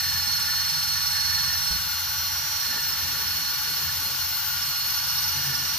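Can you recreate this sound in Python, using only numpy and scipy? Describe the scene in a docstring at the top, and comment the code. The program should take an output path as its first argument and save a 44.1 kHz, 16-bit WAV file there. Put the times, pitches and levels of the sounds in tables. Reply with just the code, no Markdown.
"""A shrill whine and a dense metallic rasp: close by on a workbench, a cordless drill with a wire brush
scrubs old sealant off an aluminium cover. Motor and gears are sines on multiples of the motor speed.
Random flicks of the wire tips are filtered into rasp, hiss and scrubbing, and ring the modes of the cover.
The brush runs out of true, so load, rasp and one shrill gear tone throb once per turn.
Single wires squeak, the cover rattles at times, and the wooden bench shakes and rumbles underneath."""
import sys
import numpy as np
from scipy import signal
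from scipy.fft import rfft, irfft
from scipy.io import wavfile

SR = 44100
rng = np.random.default_rng(int(sys.argv[2]) if len(sys.argv) > 2 else 0)


def digitize_waveform(pressure):
    """Quantize a signal to 16-bit integers and store it at the path in sys.argv[1].

    Rows of a 2-D input are taken as channels; values are limited to [-1, 1].
    """
    field = np.atleast_2d(pressure).T
    bounded = np.clip(field, -1, 1)
    quanta = np.round(bounded * 32767).astype(np.int16)
    wavfile.write(sys.argv[1], SR, quanta)


N = 254898
TIME = np.arange(N) / SR
FREQS = np.maximum(np.fft.rfftfreq(N, 1 / SR), 1)
WHINE_ORDER = 15  # the main gear whine is this multiple of the motor speed

# how hard the brush is pressed on; the hand eases off twice: (time [s], pressure [dB re full pressure])
PRESSURE = [(0.0, 0.2), (1.73, -0.4), (1.9, -10.9), (2.46, -11.8), (2.61, -6.3), (2.79, -3.1), (4.32, -6.2),
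            (4.47, -10.2), (4.59, -3.1), (5.78, 0.8)]


def rotation():
    """Motor angle, brush angle, and the load and the surge of speed, which each peak once per brush turn."""
    # pitch of the main gear whine, wandering with the bite of the brush: (time [s], pitch [Hz])
    whine_pitch = [(0.0, 4296), (0.03, 4280), (0.15, 4297), (0.22, 4282), (0.33, 4308), (0.45, 4285),
                   (0.52, 4296), (0.85, 4295), (0.94, 4315), (1.05, 4290), (1.45, 4312), (1.56, 4279),
                   (1.74, 4293), (1.89, 4280), (2.27, 4271), (2.48, 4297), (2.66, 4283), (2.71, 4264),
                   (2.81, 4290), (2.9, 4266), (2.93, 4292), (3.02, 4266), (3.1, 4297), (3.19, 4303),
                   (3.26, 4280), (3.31, 4305), (3.5, 4300), (3.53, 4286), (3.61, 4304), (3.85, 4305),
                   (3.94, 4279), (4.07, 4269), (4.12, 4288), (4.21, 4299), (4.33, 4274), (4.43, 4288),
                   (4.47, 4276), (4.68, 4301), (4.79, 4273), (4.88, 4298), (4.97, 4287), (5.01, 4312),
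                   (5.06, 4288), (5.1, 4301), (5.34, 4287), (5.57, 4292), (5.63, 4280), (5.78, 4306)]
    gear_ratio, press_at_turns, surge_lag_rad = 13.36, 0.064, 1.55
    whine_hz, = in_time(whine_pitch)
    angle = 2 * np.pi * np.cumsum(whine_hz) / WHINE_ORDER / SR
    brush = angle / gear_ratio + 2 * np.pi * press_at_turns
    # the motor surges each time the long side of the brush lets go, and hunts as the friction varies
    wobble_rad = 0.025 - 0.01 * turned()
    jitter_rad = 0.015 + 0.015 * turned()
    hunting_rad = 0.017
    angle = angle + wobble_rad * np.sin(brush - surge_lag_rad)
    angle = angle + jitter_rad * drift(24) + hunting_rad * drift(5.5)
    load = np.cos(brush)
    surge = np.cos(brush - surge_lag_rad)
    return angle, brush, load, surge


def gears(angle, brush, surge):
    """Gear teeth whine: the main tone swells with each surge, the shrill one throbs and chirps with each bite."""
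    # main gear whine as the drill is moved about: (time [s], level [dB], left over right [dB])
    gear_whine = [(0.0, -30, -1), (0.19, -29, -5), (0.25, -32.5, -1), (0.3, -27.0, -8), (0.46, -31.5, 0),
                  (0.57, -28, -5), (0.87, -32, -1), (0.9, -28, -6), (1.11, -31.0, -3), (1.21, -27.0, -6),
                  (1.51, -29.0, -7), (1.56, -32.5, -2), (1.74, -30, -5), (1.81, -34, 0), (1.92, -33.5, 1),
                  (2.04, -36.5, -4), (2.29, -33, -4), (2.36, -37.0, -9), (2.54, -35, -17),
                  (2.59, -35.0, -9), (2.72, -31.5, -7), (2.95, -35.5, -6), (3.04, -34, -9),
                  (3.16, -34.5, -7), (3.37, -33, -9), (3.5, -32, -6), (3.55, -35.5, -8), (3.67, -33.5, -6),
                  (3.82, -33, -11), (3.91, -36, -5), (4.01, -37, -12), (4.06, -32, -7), (4.18, -41, -11),
                  (4.22, -30, -6), (4.28, -39, -5), (4.34, -32.5, -9), (4.44, -39.5, -7), (4.49, -39, -17),
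                  (4.61, -36.5, -5), (4.71, -32.5, -18), (4.76, -34.5, -7), (4.83, -31.5, -11),
                  (4.97, -34, -9), (5.1, -32, -18), (5.39, -35, -12), (5.49, -36, -15), (5.72, -34.5, -13),
                  (5.78, -35, -11)]
    gear_db, gear_side_db = in_time(gear_whine)
    pressure_db, = in_time(PRESSURE)
    depth = from_db(0.6 * pressure_db)  # pressing harder deepens throb and chirp
    whine = tone(WHINE_ORDER * angle, gear_db, gear_side_db, lead=0.76, rough=0.13, waver_db=0.15)
    whine_throb = 1 + 0.14 * depth * surge
    # in the new grip the bites come unevenly, and the shrill tone flutters
    bite = brush + turned() * (1.0 * drift(7.6) - 0.7)
    chirp = 0.5 * depth * np.cos(bite - 0.9)
    shrill_db = follow_hand(level_db=-33.3, per_pressure=0.8, turn_db=-1.3)
    shrill = tone(19 * angle - chirp, shrill_db, -13.5, lead=-1.82, rough=0.12 + 0.2 * turned(),
                  waver_db=0.54 + 1.8 * turned(), wavers_per_s=24)
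    shrill_throb = 1 + 0.8 * depth * np.cos(bite)
    return whine * whine_throb + shrill * shrill_throb


def motor(angle):
    """Harmonics of the rotor, chiefly on every tenth, where slots pass the magnets."""
    # whines on the 10th, 20th, 21st and 40th harmonic: (time [s], level [dB], left over right [dB])
    whine_10 = [(0, -45.5, 4), (2, -46, 10), (2.8, -45, 4), (3.6, -44, 15), (4.03, -46.5, 4),
                (4.7, -42.5, 0), (5.78, -42.5, 2)]
    whine_20 = [(0, -38, -5), (1.7, -33.5, -4), (1.9, -39, -2), (2.1, -36.5, -15), (2.52, -33.5, -13),
                (2.72, -38.5, -17), (2.95, -39, -7), (3.75, -44, -9), (4.6, -43, 2), (5.05, -40, -9),
                (5.78, -40.5, -6)]
    whine_21 = [(0, -45, 4), (1.4, -43.5, 5), (1.9, -52, -5), (4.5, -47, 2), (5.0, -43, 3)]
    whine_40 = [(0, -41, -5), (.95, -38.5, 1), (1.5, -39.5, -9), (2.05, -38.5, 8), (2.82, -41, 5),
                (3.0, -39, 4), (4.25, -36.5, 6), (5.1, -33.5, 10), (5.78, -41.5, -1)]
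    # tilting the drill shifts the 20th between the microphones: (time [s], lead of the left [rad])
    tilting = [(0, -4.5), (1.8, -3), (2.05, 0), (2.65, 0.5), (2.9, -3.5), (5.78, 6)]
    # faint harmonics: (multiple of motor speed, level [dB], left over right [dB])
    faint_harmonics = [(3, -52.5, 2), (5, -49, 4), (11, -51.5, 6), (13, -52, 25), (14, -53.5, 0),
                       (18, -50, -5), (22, -47.5, 20), (23, -51.5, -12), (26, -55, 23), (41, -53, 11),
                       (48, -57, 12), (49, -40, 7)]
    # rough, faint hum at low multiples: (multiple of motor speed, level [dB], left over right [dB])
    low_hum = [(1, -69, -5), (2, -67, 12), (4, -55, -17)]
    lead_20, = in_time(tilting)
    level_30 = follow_hand(level_db=-46.5, per_pressure=0.62, turn_db=-4)
    level_50 = follow_hand(level_db=-42, per_pressure=-0.3, turn_db=4.4)
    out = tone(10 * angle, *in_time(whine_10), lead=1.0, rough=0.15, waver_db=0.7)
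    out += tone(20 * angle, *in_time(whine_20), lead=lead_20, rough=0.15 + 0.3 * turned(), waver_db=1.1)
    out += tone(21 * angle, *in_time(whine_21), lead=1.5, rough=0.45, waver_db=1)
    out += tone(30 * angle, level_30, 16, lead=1.0, rough=0.35, waver_db=1.5)
    out += tone(40 * angle, *in_time(whine_40), lead=2.09, rough=0.32, waver_db=1.0)
    out += tone(50 * angle, level_50, 10, lead=2.3, rough=0.26, waver_db=1.5)
    for multiple, level_db, side_db in faint_harmonics:
        out += tone(multiple * angle, level_db, side_db, lead=0.99, rough=0.28, waver_db=1.5)
    for multiple, level_db, side_db in low_hum:
        out += tone(multiple * angle, level_db, side_db, rough=0.9, waver_db=1.5)
    return out


def wire_rasp(load):
    """Thousands of wire flicks a second rasp over the metal, hiss at the tips and scrub dully on the sealant."""
    # spectra of rasp, hiss and scrubbing: (frequency [Hz], left density [dB], right density [dB])
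    rasp_spectrum = [(560, -50, -52), (700, -27, -29), (820, -12, -12), (1400, -9, -11), (2100, -7, -8),
                     (2700, -8, -8), (3200, -7, -5.5), (3900, -6, -4.5), (4700, -2.5, -1), (5500, -5, -.5),
                     (5900, -7, -5), (6700, -7.5, -11), (7300, -8, -18), (8000, -15, -29), (9200, -29, -36)]
    hiss_spectrum = [(9000, -24, -29), (9750, -9, -12), (10600, -5, -8), (11800, -2.5, -5), (12700, 0, -3),
                     (13600, -1, -8), (14600, -1, -9)]
    scrub_spectrum = [(190, 1, 2), (255, -2, -1), (340, -32, -28), (485, -32, -32), (560, -4, -11),
                      (640, 0, -9), (705, -6, -13), (800, 0, -2), (950, -12, -12)]
    flicks = wire_flicks(15000 * (1 + 0.15 * load), spread_db=2.5)
    flicks = two_ears(flicks, likeness=0.78, up_to_hz=4000)
    rasp_db = follow_hand(level_db=-31.5, per_pressure=0.077, turn_db=-0.32)
    hiss_db = follow_hand(level_db=-34, per_pressure=0.05, turn_db=-0.11)
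    scrub_db = follow_hand(level_db=-58.5, per_pressure=0.38, turn_db=0.22)
    rasp = from_db(rasp_db) * colour(flicks, rasp_spectrum)
    hiss = from_db(hiss_db) * colour(flicks, hiss_spectrum)
    scrub = from_db(scrub_db) * vary_bands(colour(flicks, scrub_spectrum))
    return rasp + hiss + scrub


def cover_ring(load):
    """Wire strikes excite the modes of the cover, which slide in pitch as the brush moves over it, and its rim."""
    # modes of the cover, then of the rim: (frequency [Hz], width [Hz], level [dB], left over right [dB])
    cover_modes = [(960, 16, -5.5, 15), (1122, 69, 3.5, 15), (1452, 84, 9, 0), (1494, 23, 5.5, 12),
                   (3370, 190, -12, -6)]
    rim_modes = [(1771, 42, 0, 3)]
    # the wires catch an edge, so the rim rings: (time [s], half length [s], rise [dB])
    catches = [(0.056, 0.32, 12), (0.537, 0.14, 11), (0.97, 0.032, 14), (1.168, 0.062, 14),
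               (1.37, 0.14, 10.5), (1.53, 0.044, 11.5), (2.741, 0.09, 10), (3.25, 0.74, 12.5),
               (3.85, 0.14, 6), (5.52, 0.21, 14.5)]
    strikes = wire_flicks(3000 * (1 - 0.25 * load), spread_db=3.5)
    strikes = two_ears(strikes, likeness=0.79, up_to_hz=5000)
    ring_db = follow_hand(level_db=-40.5, per_pressure=0.023, turn_db=-1.1)
    pitch_share = 0.021 * (load + drift(24.5))
    ring = from_db(ring_db) * slide(resonate(strikes, cover_modes), pitch_share)
    rim_db = follow_hand(level_db=-50, per_pressure=0.48, turn_db=-5.5)
    for s, half_length, rise_db in catches:
        rim_db = rim_db + rise_db * swell(s, half_length)
    rim = from_db(rim_db) * resonate(strikes * (1 - 0.25 * load), rim_modes)
    return ring + rim


def wire_squeak(load):
    """Single wires squeak on a tone that slides with load and chance, most of all near the end."""
    squeak_hz = 4734 + 75.5 * (drift(17.7) + 0.47 * load)
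    squeak_db = follow_hand(level_db=-52, per_pressure=0.98, turn_db=0)
    squeak_db = squeak_db + 6.5 * swell(5.25, half_length=0.6)
    return tone(2 * np.pi * np.cumsum(squeak_hz) / SR, squeak_db, 1.5, rough=0.6, waver_db=1.2)


def cover_rattle():
    """The cover works loose and rattles on the bench: random knocks, coloured low and coming in swells."""
    # rattles: (time [s], half length [s], level [dB])
    rattles = [(0.084, 0.063, -61), (0.28, 0.028, -52.5), (0.43, 0.036, -53), (0.587, 0.027, -53),
               (1.303, 0.02, -55), (1.727, 0.039, -51), (2.73, 0.071, -48.5), (3.1, 0.28, -52.5),
               (3.42, 0.076, -56.5), (3.53, .015, -46), (3.77, 0.17, -52.5), (4.057, 0.11, -51.5),
               (4.896, 0.035, -56.5), (5.562, 0.29, -50.5)]
    # spectrum of the rattle: (frequency [Hz], left density [dB], right density [dB])
    rattle_spectrum = [(190, 0, 0), (285, 1, 2), (365, -18, -9), (428, 7, -1), (485, -13, -22),
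                       (570, 2, -6), (625, -7, -12), (760, -6, -10), (950, -20, -20)]
    knocks = two_ears(wire_flicks(1000, spread_db=3.5), likeness=0.32, up_to_hz=1500)
    loose = sum(from_db(level_db) * swell(s, half_length) for s, half_length, level_db in rattles)
    return loose * vary_bands(colour(knocks, rattle_spectrum))


def bench(brush):
    """The lopsided brush shakes the wooden bench; the cover bumps and drags on it as it shifts."""
    # rumble of the bench: (frequency [Hz], density [dB])
    rumble_spectrum = [(20, -13), (38, -3), (62, 3.5), (88, 10), (112, 0), (145, 7), (180, 0.5), (240, -38),
                       (330, -92)]
    # shaking of the bench: (multiple of brush speed, level [dB])
    shake_harmonics = [(3, -56.5), (4, -47.5), (5, -62), (6, -56.5), (7, -54), (8, -64.5)]
    # change in shaking as the cover is held down more or less firmly: (time [s], change [dB])
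    shaking = [(0, -5), (0.15, 4), (0.39, -3.5), (0.64, -2), (0.85, -1), (1.46, 2.5), (2.05, -3),
               (2.22, 1.5), (2.8, -8), (3.07, 1), (3.6, -5.5), (3.88, 0.5), (4.43, -7), (4.57, -1.5),
               (4.97, -8.5), (5.2, 1.5), (5.78, -5)]
    # the cover shifts and bumps the bench: (time [s], level [dB])
    bumps = [(1.706, -26), (1.758, -47)]
    # modes that a bump excites: (frequency [Hz], level re the bump [dB], decay by 60 dB [s])
    bench_modes = [(59, -6, 0.4), (167, -12, 0.5)]
    # the cover drags over the wood with a low groan: (time [s], pitch [Hz], level [dB], half length [s])
    groans = [(0.756, 151.4, -44, 0.052), (5.48, 138.5, -45, 0.13)]
    noise = two_ears(rng.standard_normal((2, N)), likeness=0.59, up_to_hz=600)
    out = from_db(-50) * colour(noise, rumble_spectrum)
    shake_db, = in_time(shaking)
    for multiple, level_db in shake_harmonics:
        out += tone(multiple * brush, level_db + shake_db, 0.3, rough=0.2, waver_db=1.5)
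    for s, bump_db in bumps:
        age = np.maximum(TIME - s, 0)
        for hz, level_db, t60 in bench_modes:
            decay = np.exp(-np.log(1000) * age / t60)
            out += from_db(bump_db + level_db) * np.sin(2 * np.pi * hz * age) * decay
    for s, hz, level_db, half_length in groans:
        out += tone(2 * np.pi * hz * TIME, level_db, 0, rough=0.26) * swell(s, half_length)
    return out


def turned():
    """Rises from 0 to 1 as the grip changes and the drill turns another side to the microphones."""
    middle_s, scale_s = 2.72, 0.14
    return 0.5 + 0.5 * np.tanh((TIME - middle_s) / scale_s)


def follow_hand(level_db, per_pressure, turn_db):
    """Level in dB: at full pressure, plus dB per dB of pressure, plus the change once the drill has turned."""
    pressure_db, = in_time(PRESSURE)
    return level_db + per_pressure * pressure_db + turn_db * turned()


def tone(angle, level_db, side_db, lead=0, rough=0.15, waver_db=5.5, wavers_per_s=13):
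    """One sine at both microphones; the left leads by some radians, and chance roughens and wavers it."""
    phase = angle + rng.uniform(0, 2 * np.pi) + lead * np.array([[1], [0]])
    wave = np.sin(phase) * (1 + rough * drift(29)) + np.cos(phase) * rough * drift(18.5)
    level = from_db(level_db + waver_db * drift(wavers_per_s))
    return np.sqrt(2) * level * pan(side_db) * wave


def wire_flicks(per_s, spread_db):
    """Clicks at random moments, as wire tips catch and spring free, each with its own strength; rms 1."""
    born = rng.random((2, N)) < per_s / SR
    sign = rng.choice([-1, 1], (2, N))
    strength = from_db(spread_db * rng.standard_normal((2, N)))
    return rms_one(born * sign * strength)


def resonate(flicks, modes):
    """The wire tips keep modes of the metal ringing, each a two-pole resonance; rms 1."""
    out = 0
    for hz, width_hz, level_db, side_db in modes:
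        r = np.exp(-np.pi * width_hz / SR)
        poles = [1, -2 * r * np.cos(2 * np.pi * hz / SR), r * r]
        zeros = np.array([1, 0, -1]) * (1 - r * r) / 2
        out = out + from_db(level_db) * pan(side_db) * signal.lfilter(zeros, poles, flicks)
    # a small part radiates little bass, and the skirts of its modes die out in the treble
    band = signal.butter(6, [720, 6500], "band", fs=SR, output="sos")
    return rms_one(signal.sosfilt(band, out))


def slide(x, share):
    """Raise and lower the pitch of a stereo sound by a moving share, by reading it faster or slower."""
    place = np.cumsum(1 + share - share.mean()) / SR
    return np.array([np.interp(place, TIME, channel, period=N / SR) for channel in x])


def vary_bands(x):
    """Random gains vary the level of overlapping bands of a low noise; rms 1."""
    spread_db, rate_hz, width_hz = 6.5, 14, 170
    out = 0
    for hz in np.arange(0, 1200, width_hz):
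        band = np.maximum(1 - np.abs(FREQS - hz) / width_hz, 0)
        level = from_db(spread_db * np.minimum(drift(rate_hz), 1))
        out = out + irfft(rfft(x) * band, N) * level
    return rms_one(out)


def colour(x, spectrum):
    """Give x a spectrum that falls steeply beyond its ends; rms 1."""
    hz, *columns = np.transpose(spectrum)
    outside = np.maximum(np.maximum(hz[0] / FREQS, FREQS / hz[-1]), 1)
    gains = from_db([np.interp(np.log(FREQS), np.log(hz), c) for c in columns]) / outside ** 6
    return rms_one(irfft(rfft(x) * gains, N))


def two_ears(draw, likeness, up_to_hz, lag_s=0.00004):
    """Two unrelated signals become a stereo pair, alike in the bass and less so above; the right comes later."""
    mid, side = rfft(draw)
    alike = np.clip(likeness, 0, 1) / (1 + (FREQS / up_to_hz) ** 2)
    delay = np.exp(-2j * np.pi * FREQS * lag_s * np.array([[0], [1]]))
    pair = np.sqrt(1 + alike) * mid + np.sqrt(1 - alike) * side * [[1], [-1]]
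    return irfft(delay * pair, N)


def pan(side_db):
    """Left and right gains of equal total power."""
    tilt = from_db(np.atleast_1d(side_db))
    return np.array([tilt, np.ones_like(tilt)]) * np.sqrt(2 / (1 + tilt ** 2))


def swell(s, half_length):
    """A bell that rises to 1 at time s and fades."""
    return np.exp(-((TIME - s) / half_length) ** 2)


def drift(rate_hz):
    """Slow chance with spread 1: noise that falls off above a rate."""
    return rms_one(irfft(rfft(rng.standard_normal(N)) / (1 + (FREQS / rate_hz) ** 2), N))


def in_time(rows):
    """Each column of a curve at every sample."""
    s, *columns = np.transpose(rows)
    return [np.interp(TIME, s, c) for c in columns]


def rms_one(x):
    """Scale to rms 1."""
    return x / np.sqrt(np.mean(x ** 2) + 1e-20)


def from_db(db):
    """Decibels to gain."""
    return 10 ** (np.asarray(db) / 20)


def scene():
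    """One rotation drives drill, brush and bench."""
    angle, brush, load, surge = rotation()
    drill = gears(angle, brush, surge) + motor(angle)
    wires = wire_rasp(load) + cover_ring(load) + wire_squeak(load)
    return drill + wires + cover_rattle() + bench(brush)


def record(dry):
    """A steep low-pass cuts the top above 14560 Hz."""
    return signal.sosfilt(signal.ellip(12, 0.1, 90, 14560, fs=SR, output="sos"), dry)


dry = scene()
out = record(dry)
digitize_waveform(out)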